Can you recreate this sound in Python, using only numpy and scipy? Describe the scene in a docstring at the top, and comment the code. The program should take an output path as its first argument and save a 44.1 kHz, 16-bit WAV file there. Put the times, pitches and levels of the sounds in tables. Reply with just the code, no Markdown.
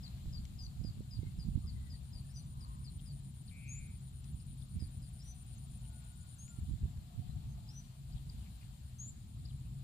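"""Wind over a rice field

A low roar reaches both microphone ports, gusts buffet and thump each on its own, and blades rustle.
Katydids chirp with ringing wing strokes, a near one and then a fainter, farther one, above a far insect
chorus and a throbbing cricket. Small birds peep and whistle, and a frog croaks once through its resonant
throat. Faint calls, a rooster-like crow and an engine-like hum drift in from far away."""
import sys
import numpy as np
from scipy import signal
from scipy.fft import rfft, irfft, next_fast_len
from scipy.io import wavfile

SR = 44100
rng = np.random.default_rng(int(sys.argv[2]) if len(sys.argv) > 2 else 0)


def log_audio(samples):
    """Write samples as a 16-bit WAV file to the path given in sys.argv[1]."""
    # one column per channel
    frames = np.atleast_2d(samples).T
    # limit to full scale, then quantise
    limited = np.clip(frames, -1, 1)
    pcm = np.round(limited * 32767).astype(np.int16)
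    wavfile.write(sys.argv[1], SR, pcm)


N = 433503

# the wind bed under the thumps: time_s, level_db
WIND_LEVEL = [(0.0, -47.5), (0.38, -43.5), (1.15, -47.5), (1.61, -44), (2.3, -47), (2.76, -46.5),
              (3.01, -48), (6.46, -49), (6.81, -48.5), (7.01, -50.5), (7.45, -46), (7.94, -51),
              (8.38, -46.5), (8.9, -49.5), (9.39, -47.5), (9.83, -48.5)]
# eddies bursting on a port: time_s, level_db, pan_db (left minus right), width_ms, relative_snap_db
THUMPS = [(0.263, -29.5, -9, 3.4, -35), (0.811, -28.5, -12, 1.56, -19), (0.845, -32, -17.5, 1.33, -11.5),
          (0.97, -45, 6, 1.8, -2), (1.003, -40.5, -21, 1.6, -1.5), (1.188, -24.5, -9.5, 2.8, -11),
          (1.228, -42.5, -20, 1.86, 4), (1.264, -28.5, -10.5, 3, -11), (1.384, -27, -5.5, 2.1, -22),
          (1.483, -25, -12.5, 1.62, -31), (1.573, -26.5, -11.5, 1.34, -25), (1.648, -37.5, -14, 2.3, -5),
          (1.781, -31, -1, 3.2, -22), (4.345, -36.5, -13, 1.9, -44), (4.763, -28, -10, 1.9, -27),
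          (4.82, -33.5, -15, 1.28, -17), (6.584, -39, -9, 3.3, 9), (6.631, -29, 4, 2.9, -28),
          (6.708, -25.5, -13.5, 2.8, -16), (6.734, -32, -11, 2.2, -10), (6.828, -28.5, 4, 2.4, -10),
          (6.851, -26, -8.5, 2, -14), (6.978, -30.5, 2.5, 3.3, -23), (7.191, -32, -16.5, 1.66, -19),
          (7.29, -38.5, 21, 1.65, -27), (7.363, -37.5, 18, 1.9, -22), (8.155, -32.5, -5, 1.8, -35)]
# tone of the distant roar: frequency_hz, gain_db
ROAR_SPECTRUM = [(13, -37), (22, -14), (35, -23), (48, 0), (64, 0.5), (96, -5), (134, -3), (182, -11.5),
                 (221, -15), (258, -22.5), (480, -44), (620, -48), (1060, -120)]
# tone of the buffeting on the ports: frequency_hz, gain_db
BUFFET_SPECTRUM = [(13, -50), (22, -5), (64, 3.5), (118, -2.5), (203, -12), (255, -21), (300, -27),
                   (450, -45), (580, -68), (990, -120)]
# tone of rustling blades and far hiss: frequency_hz, gain_db
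RUSTLE_SPECTRUM = [(250, -80), (380, -16), (480, -9.5), (700, 0), (910, -1), (2000, -8), (3300, -3),
                   (4300, -1.5), (5000, -7.5), (5800, -11.5), (7000, -8.5), (8200, -11), (10500, -11),
                   (14500, -11.5), (15400, -14)]
# rise and fall of the rustle: time_s, level_db
RUSTLE_LEVEL = [(0.0, -65), (1.04, -67.5), (3.7, -69), (5.34, -67.5), (8.16, -67.5), (8.38, -65.5),
                (9.25, -69), (9.83, -68)]
# lean of the rustle: frequency_hz, pan_db
RUSTLE_PAN = [(400, 10.5), (1000, -0.5), (3000, 6.5), (12000, 5.5)]
# rustle common to both ports: frequency_hz, power_share
RUSTLE_COMMON = [(400, 1), (1200, 0.22), (3000, 0.042), (12000, 0.0099)]
# dry ticks of blades: start_s, level_db
BLADE_TICKS = [(0.4524, -50), (4.2423, -55), (4.6144, -67), (5.8494, -66), (6.4794, -55)]
# katydid chirping, a near one until 6.7 s, then a fainter, farther one:
# time_s, level_db, strokes_per_s, behind_beat_s
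KATYDID_CHIRPING = [(0, -82.5, 142, -0.035), (.84, -79.5, 143, -0.033), (1.96, -73.5, 141, -0.053),
                    (3.08, -69, 141, -0.084), (4.76, -69, 137, -0.08), (5.32, -68, 135, -0.094),
                    (5.88, -68, 133, -0.074), (6.44, -67.5, 135, -0.065), (6.71, -73.5, 135, -0.025),
                    (6.74, -82.5, 135, -0.049), (7.6, -80, 136, -0.11), (8.4, -77, 138, -0.085),
                    (9.83, -76.5, 142, -0.093)]
# falling peeps: start_s, length_s, end_hz, level_db
PEEPS = [(0.026, 0.041, 4250, -58.5), (0.323, 0.052, 4610, -57.5), (0.58, 0.077, 4620, -57),
         (0.832, 0.054, 4740, -60.5), (1.103, 0.061, 4660, -60.5), (1.385, 0.043, 4650, -60.5),
         (1.663, 0.031, 4620, -62.5), (1.894, 0.059, 4550, -64), (2.124, 0.066, 4510, -64),
         (2.351, 0.048, 4500, -63), (2.601, 0.042, 4540, -61), (2.839, 0.046, 4300, -61),
         (3.053, 0.059, 4550, -66.5), (4.791, 0.051, 4700, -62), (5.018, 0.043, 4700, -72)]
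# quick faint chips: start_s, length_s, start_hz, end_hz, start_db
CHIPS = [(2.98, .025, 3750, 3200, -77), (3.475, 0.03, 4770, 3230, -76), (4.398, 0.016, 5160, 4520, -78),
         (4.612, 0.015, 5340, 3160, -73), (5.84, 0.028, 3700, 2350, -83), (8.12, 0.019, 4130, 5000, -77),
         (8.15, 0.037, 4280, 3300, -81), (8.45, 0.029, 2460, 2250, -85), (8.61, 0.027, 2530, 2270, -81.5),
         (8.292, 0.013, 5260, 4340, -71.5), (9.448, 0.017, 4260, 5040, -73), (9.475, 0.04, 4830, 2940, -80)]
# high rising whistles: start_s, length_s, top_hz, level_db
HIGH_WHISTLES = [(3.672, 0.13, 7210, -54.5), (6.379, 0.14, 7180, -60.5), (8.982, 0.13, 7290, -52.5)]
# contour of a high whistle: length_share, pitch_share, gain_db
HIGH_SHAPE = [(0, .84, -17), (.14, .895, 1), (.27, .92, 1), (.5, 0.94, -0.5), (.68, .98, -2.5), (.88, 1, 2),
              (1, 1, -6)]
# lower whistles, a hook then a held note: start_s, length_s, top_hz, hook_db, held_db
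LOW_WHISTLES = [(2.281, 0.13, 6030, -72, -58.5), (5.188, 0.15, 6060, -62, -57),
                (7.675, 0.14, 6030, -60.5, -56)]
# contour of a lower whistle: length_share, pitch_share, gain_db, in_hook (1 or 0)
LOW_SHAPE = [(0, .86, -12, 1), (.14, .82, 0, 1), (.27, .925, -3, 1), (.37, .95, -17, 1), (.5, .97, -10, 0),
             (.66, .99, -3, 0), (.8, 1, 0, 0), (.9, .99, -4, 0), (1, .98, -22, 0)]
# the frog's throat pulses: time_s, pulses_per_s
CROAK_RATE = [(3.51, 138.8), (3.6, 133.8), (3.68, 137.3), (3.78, 134.4), (3.85, 135.4), (3.96, 134)]
# far hum: time_s, level_db
HUM_LEVEL = [(0, -66.5), (2, -55.5), (4.5, -51), (6, -59), (8, -58.5), (9, -55.5), (9.83, -48.5)]
# main band of the insect chorus: time_s, level_db
CHORUS_LEVEL = [(0.0, -79), (2.14, -80), (3.56, -77.5), (4.5, -79.5), (6.43, -75.5), (7.34, -80),
                (9.83, -77.5)]
# a cricket's short spell: time_s, level_db
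CRICKET_LEVEL = [(5.5, -85), (5.75, -79), (6.3, -75), (6.7, -83), (7.0, -96)]
# far soft calls: start_s, length_s, start_hz, end_hz, start_db
FAR_CALLS = [(.61, 0.06, 6020, 6070, -75), (5.53, 0.056, 6400, 6430, -79),
             (7.485, 0.071, 6280, 6450, -82.5), (1.22, 0.094, 2126, 2140, -78),
             (7.25, .085, 4070, 4050, -80), (1.62, 0.046, 1230, 1145, -77.5),
             (1.66, 0.31, 2090, 1910, -84.5), (2.23, 0.078, 1750, 1770, -85), (5.8, 0.17, 880, 870, -88),
             (7.05, 0.18, 713, 694, -84), (7.45, 0.28, 890, 845, -86)]
# a far rooster-like crow that droops at its end: time_s, pitch_hz, level_db
CROW = [(5.8, 1467, -88), (6.1, 1452, -79.5), (6.4, 1440, -90), (6.52, 1405, -75), (6.6, 1350, -82)]
# a faint band of noise that comes and goes: time_s, level_db
DRONE_LEVEL = [(0, -83), (4.8, -90), (5.3, -80), (6.5, -81.5), (7.2, -74), (8.5, -88), (9, -87),
               (9.83, -82)]

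# how late the left port hears each source
LAG_SAMPLES = dict(wind=17, katydid=-9, chorus=20, peeps=16, whistles=7, far=9, frog=15)
SIDES = np.array([[.5], [-.5]])   # splits a pan between left and right


def wind(takeover_db=-44.5, crossfade_db=2.5, big_eddy_hz=118.5, swell_s=.028, swell_under_db=13.5):
    """A far roar, alike on both ports; in gusts lumpy eddies take over, the small ones separate per port."""
    level_db, = in_time(WIND_LEVEL)
    t = np.arange(N) / SR
    gusty = 1 / (1 + np.exp((takeover_db - level_db) / crossfade_db))
    roar = colour(rng.standard_normal(N), ROAR_SPECTRUM) * from_db(.83 * drift(19.5) + 1.1 * drift(4.2))
    roar = place(roar, 1.5, "wind")
    lumps = from_db(3.5 * np.array([drift(22), drift(22)]))
    shared, *own = colour(rng.standard_normal((3, N)), BUFFET_SPECTRUM)
    small = filtered(np.array(own) - shared, big_eddy_hz, "high")   # slower eddies cover both ports
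    eddies = rms_one(lumps * (shared + small + .55 * np.array(own)))
    power = gusty * from_db(2 * level_db) * np.ones((2, 1))
    for s, thump_db, pan_db, *_ in THUMPS:   # each thump rides on a short swell of buffeting
        i = slice(round((s - .2) * SR), round((s + .2) * SR))
        swell_db = thump_db - swell_under_db + pan_db * SIDES
        power[:, i] += np.exp(-((t[i] - s) / swell_s) ** 2) * from_db(2 * swell_db)
    return np.sqrt(1 - gusty) * from_db(level_db) * roar + np.sqrt(power) * eddies


def thumps(vent_hz=48):
    """A bursting eddy pushes the membrane out and back in milliseconds, with a sharper snap on top."""
    out, t = np.zeros((2, N)), np.arange(-400, 800) / SR
    for (s, level_db, pan_db, width_ms, snap_db), sign in zip(THUMPS, rng.choice([-1, 1], len(THUMPS))):
        widths = 1000 * t / width_ms
        push = widths * np.exp(-widths ** 2 / 2)
        snap = from_db(snap_db) * np.exp(-(2.7 * widths) ** 2 / 2)
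        i = round(s * SR) - 200
        out[:, i:i + len(t)] += sign * (push + snap) * from_db(level_db + pan_db * SIDES)
    return filtered(out, vent_hz, "high")   # the capsule vents the slowest pressure


def rustle():
    """Blades hiss, partly alike on both ports; the low bands flicker, the treble stays smoother."""
    out, together = 0, drift(10.3)
    edges_hz = 340 * 2 ** np.arange(0, 5.8, .4)
    white = rng.standard_normal((2, 3, N))
    for k, (low, high) in enumerate(zip(edges_hz, edges_hz[1:])):
        common, *own = filtered(white[k % 2], [low, high])   # neighbouring bands get separate noise
        hz = np.sqrt(low * high)
        alike = np.clip(at_hz(RUSTLE_COMMON, hz), 0, 1)
        band = np.sqrt(alike) * place(common, 0, "wind") + np.sqrt(1 - alike) * np.array(own)
        flicker_db = (.6 * together + 1.6 * drift(9)) * min(1, 1500 / hz) ** .6
        out = out + band * from_db(at_hz(RUSTLE_PAN, hz) * SIDES + flicker_db)
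    return colour(out, RUSTLE_SPECTRUM) * from_db(in_time(RUSTLE_LEVEL)[0])


def blade_ticks(t60_s=.022):
    """Each dry tick of a blade is a short puff of bright noise."""
    out, t = np.zeros(N), np.arange(800) / SR
    for s, db in BLADE_TICKS:
        i = round(s * SR)
        out[i:i + len(t)] += from_db(db - 60 * t / t60_s) * rng.standard_normal(len(t))
    return place(filtered(out, [1600, 7000]), 9.4, "peeps")


def katydids(chirps_per_s=8.93, ring_hz=9310, full_db=-68.5, hz_per_db=25.5, stroke_s=.0022):
    """A near katydid, then a farther one: wing strokes ring in swelling chirps, blurred by the grass."""
    level_db, strokes_per_s, behind_s = in_time(KATYDID_CHIRPING)
    cycle = (chirps_per_s * (np.arange(N) / SR - behind_s) + .46) % 1
    gate = np.clip(np.minimum(cycle / .07, (.8 - cycle) / .06), .03, 1)
    chirp = gate * (.7 + .4 * cycle)
    scrape = pulses(strokes_per_s, jitter=.01, uneven_db=1.2) + .012 * rng.standard_normal(N)
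    # the wing rings higher the harder it is driven
    wing_hz = (ring_hz + hz_per_db * (level_db - full_db)) * (1 + .008 * drift(30))
    near = resonate(scrape * chirp, wing_hz + 130, width_hz=440)
    stroke_ends = np.roll(scrape, round(stroke_s * SR))   # each stroke ends on a lower mode
    near += .95 * resonate(stroke_ends * chirp, wing_hz - 260, width_hz=445)
    blur = resonate(rng.standard_normal((2, N)) * chirp, wing_hz, width_hz=750)
    wing = place(rms_one(near), 8.5, "katydid") + .5 * rms_one(blur) * from_db(8 * SIDES)
    wing = filtered(wing, [8500, 10500], order=3)   # the wing radiates this band best
    upper_mode = resonate(rng.standard_normal((2, N)) * chirp, 10800, width_hz=2700)
    rasp = rms_one(upper_mode) * from_db(-13 + 6 * SIDES)
    return from_db(level_db + .7 * drift(6)) * (wing + rasp)


def peep(s, length_s, end_hz, db, rough, top_hz=5750, knee_hz=5030, drop_s=.00887):
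    """A bird's peep: a faint steep drop to a knee, a slower fall, then a short hoarse tail."""
    knee, end = s + drop_s, s + length_s
    middle = ((knee + end) / 2, .42 * knee_hz + .58 * end_hz, db)
    body = [(s, top_hz, db - 21), (knee, knee_hz, db - 1.5), middle, (end, end_hz, db - 5)]
    tail = [(end - .006, end_hz, db - 10), (end + .016, .95 * end_hz, db - 16)]
    return sing(body, rough) + sing(tail, 9 * rough)


def bird_whistles(shake):
    """High rising calls and lower hooked ones, each a contour stretched to its length and pitch."""
    paths = []
    for s, length_s, top_hz, db in HIGH_WHISTLES:
        paths.append([(s + at * length_s, pitch * top_hz, db + gain) for at, pitch, gain in HIGH_SHAPE])
    for s, length_s, top_hz, hook_db, held_db in LOW_WHISTLES:
        paths.append([(s + at * length_s, pitch * top_hz, gain + (hook_db if in_hook else held_db))
                      for at, pitch, gain, in_hook in LOW_SHAPE])
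    return sum(sing(path, .28 * shake + .086 * drift(35)) for path in paths)


def frog(start_s=3.51, swell_s=.17, fade_s=.28, rest_hz=2305, lift_hz=120):
    """Overtones of the throat pulses sound where the throat resonates, less steady as the call tires."""
    t, marks = np.arange(N) / SR, np.cumsum([start_s, swell_s, fade_s])
    on = (t > marks[0]) & (t < marks[-1])
    per_s, = in_time(CROAK_RATE)
    throat_hz = rest_hz + lift_hz * np.interp(t, marks, [0, 1, 0])   # highest at the loudest
    level_db = np.interp(t, marks, [-69, -59.5, -74])
    unsteady = np.interp(t, marks, [.2, .2, .55])
    phase = 2 * np.pi * np.cumsum(per_s * (1 + .0042 * drift(40))) / SR
    croak = 0
    for k in range(14, 22):
        throat = np.exp(-((k * per_s - throat_hz) / 260) ** 2)
        waver = 1 + unsteady * drift(30)
        overtone = np.cos(k * phase[on] + .5 * k * k)   # high overtones lead in each pulse
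        croak = croak + throat[on] * waver[on] * overtone
    out = np.zeros(N)
    out[on] = from_db(level_db[on]) * rms_one(croak)
    return out


def hum(pitch_hz=132):
    """A far engine-like hum inside the roar: a wandering tone in a narrow band of noise."""
    hz = pitch_hz * (1 + .04 * drift(.5) + .02947 * drift(4.92))
    tone = np.sqrt(2) * np.sin(2 * np.pi * np.cumsum(hz) / SR)
    band = rms_one(tone + .6 * noise_band(hz, width_hz=25))
    return place(band * from_db(in_time(HUM_LEVEL)[0]), 2.2, "wind")


def insect_chorus():
    """Many far insects merge into a flickering band, with a faint steady one above it."""
    band = resonate(rng.standard_normal((3, N)), 7460, width_hz=510) * from_db(1.03 * drift(30))
    band = rms_one(filtered(band, [6950, 7900]))
    low = from_db(in_time(CHORUS_LEVEL)[0]) * (place(band[0], 8.5, "chorus") + 1.03 * band[1:])
    high = rms_one(filtered(rng.standard_normal((2, N)), [8700, 9700]))
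    return low + high * from_db(-81 + 8 * SIDES)


def cricket(buzzes_per_s=12.2):
    """A cricket throbs in short buzzes near the chorus pitch."""
    throb = np.clip(1.5 * np.cos(2 * np.pi * buzzes_per_s * np.arange(N) / SR + .89), 0, 1)
    buzz = rms_one(throb * noise_band(7050, width_hz=320))
    return place(buzz * from_db(in_time(CRICKET_LEVEL)[0]), 1.3, "chorus")


def gliding_calls(notes, rough, swell_db=4.5):
    """Short faint notes that swell a little while gliding between two pitches."""
    return sum(sing([(s, start_hz, db), (s + length_s, end_hz, db + swell_db)], rough)
               for s, length_s, start_hz, end_hz, db in notes)


def drone(pitch_hz=702, swish_at_s=2.68, swish_half_s=.18, swish_db=-66):
    """Noise in a narrow resonance comes and goes, with one brief hollow swish above it."""
    band = noise_band(pitch_hz * (1 + .03 * drift(3)), width_hz=80)
    swell = np.exp(-((np.arange(N) / SR - swish_at_s) / swish_half_s) ** 2)
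    swish = noise_band(1090, width_hz=230) * from_db(swish_db) * swell
    return place(band * from_db(in_time(DRONE_LEVEL)[0] + 3.9 * drift(10)) + swish, 2.5, "wind")


def field_echo(x, t60_s):
    """Scattered returns from the crop and the tree line, different at each port."""
    t = np.arange(int(.4 * SR)) / SR
    tail = rng.standard_normal((2, len(t))) * from_db(-60 * t / t60_s) * (t > .012)
    return signal.fftconvolve(x[None], tail / np.sqrt(np.sum(tail ** 2) / 2), axes=1)[:, :N]


def sing(path, rough):
    """A pure tone along a (time_s, pitch_hz, level_db) path; the rough signal shakes its amplitude."""
    s, hz, level_db = np.transpose(path)
    i = np.arange(round(s[0] * SR), round(s[-1] * SR))
    tone = np.sin(2 * np.pi * np.cumsum(np.interp(i / SR, s, hz)) / SR)
    fade = np.clip(np.minimum(i - i[0], i[-1] - i) / 150, 0, 1)
    out = np.zeros(N)
    out[i] = np.sqrt(2) * fade * tone * (1 + rough[i]) * from_db(np.interp(i / SR, s, level_db))
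    return out


def pulses(per_s, jitter, uneven_db):
    """One click per stroke, a little uneven in time and strength."""
    count = np.floor(np.cumsum(per_s * (1 + jitter * drift(34))) / SR)
    return np.diff(count, prepend=0) * from_db(uneven_db * rng.standard_normal(N))


def resonate(x, hz, width_hz):
    """Pulses or noise, smoothed twice, set the strength of a ring whose pitch may move."""
    turn = np.exp(2j * np.pi * np.cumsum(np.broadcast_to(hz, N)) / SR)
    r = np.exp(-np.pi * width_hz / SR)
    return np.real(turn * signal.lfilter([1], [1, -2 * r, r * r], x + 1e-18))


def noise_band(hz, width_hz):
    """Narrow noise around a pitch; rms 1."""
    return rms_one(resonate(rng.standard_normal(N), hz, width_hz))


def drift(rate_hz):
    """A smooth random wobble of spread 1, mostly slower than rate_hz."""
    r = np.exp(-80 * np.pi * rate_hz / SR)   # one step every 40 samples
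    slow = signal.lfilter([1], [1, -2 * r, r * r], rng.standard_normal(N // 40 + 2002))[2000:]
    return np.interp(np.arange(N) / 40, np.arange(len(slow)), rms_one(slow))


def colour(x, spectrum):
    """Shape noise by a spectrum; rms 1."""
    size = next_fast_len(N)
    hz = np.maximum(np.arange(size // 2 + 1) * SR / size, 1)
    return rms_one(irfft(rfft(x, size) * from_db(at_hz(spectrum, hz)), size)[..., :N])


def filtered(x, hz, kind="band", order=2):
    """A gentle filter, band-pass by default."""
    return signal.sosfilt(signal.butter(order, hz, kind, fs=SR, output="sos"), x)


def place(x, pan_db, lag_of):
    """Pan across two spaced ports, the left one shifted by the named source's lag."""
    return np.array([np.roll(x, LAG_SAMPLES[lag_of]), x]) * from_db(pan_db * SIDES)


def in_time(rows):
    """Table columns as curves over all samples."""
    s, *columns = np.transpose(rows)
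    return [np.interp(np.arange(N) / SR, s, c) for c in columns]


def at_hz(points, hz):
    """Read a curve on a log-frequency axis."""
    points_hz, values = np.transpose(points)
    return np.interp(np.log(hz), np.log(points_hz), values)


def from_db(db):
    """Decibels to gain."""
    return 10 ** (np.asarray(db) / 20)


def rms_one(x):
    """Scale to unit rms."""
    return x / np.sqrt(np.mean(x ** 2) + 1e-20)


def scene():
    """Wind up front on the ports; insects, birds and a frog out in the field."""
    shake = drift(130)
    peeps = sum(peep(*row, rough=.4 * shake) for row in PEEPS)
    peeps += gliding_calls(CHIPS, rough=2.5 * drift(450))
    whistles = bird_whistles(shake)
    far = gliding_calls(FAR_CALLS, rough=.7 * drift(50)) + sing(CROW, rough=.35 * drift(12))
    croak = frog()
    callers = (place(peeps, 9.3, "peeps") + place(whistles, 5.1, "whistles")
               + place(far, 13.8, "far") + place(croak, 6.3, "frog"))
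    echo = from_db(-8.5) * field_echo(peeps, t60_s=.19)
    echo += from_db(-13.5) * field_echo(whistles + croak, t60_s=.55)
    bed = wind() + hum() + thumps() + rustle() + drone()
    insects = katydids() + insect_chorus() + cricket()
    return bed + insects + blade_ticks() + callers + echo


def record(dry):
    """A steep low-pass takes off the very top."""
    cutoff_hz = 15540
    return signal.sosfilt(signal.ellip(12, .5, 70, cutoff_hz, fs=SR, output="sos"), dry)


dry = scene()
out = record(dry)
log_audio(out)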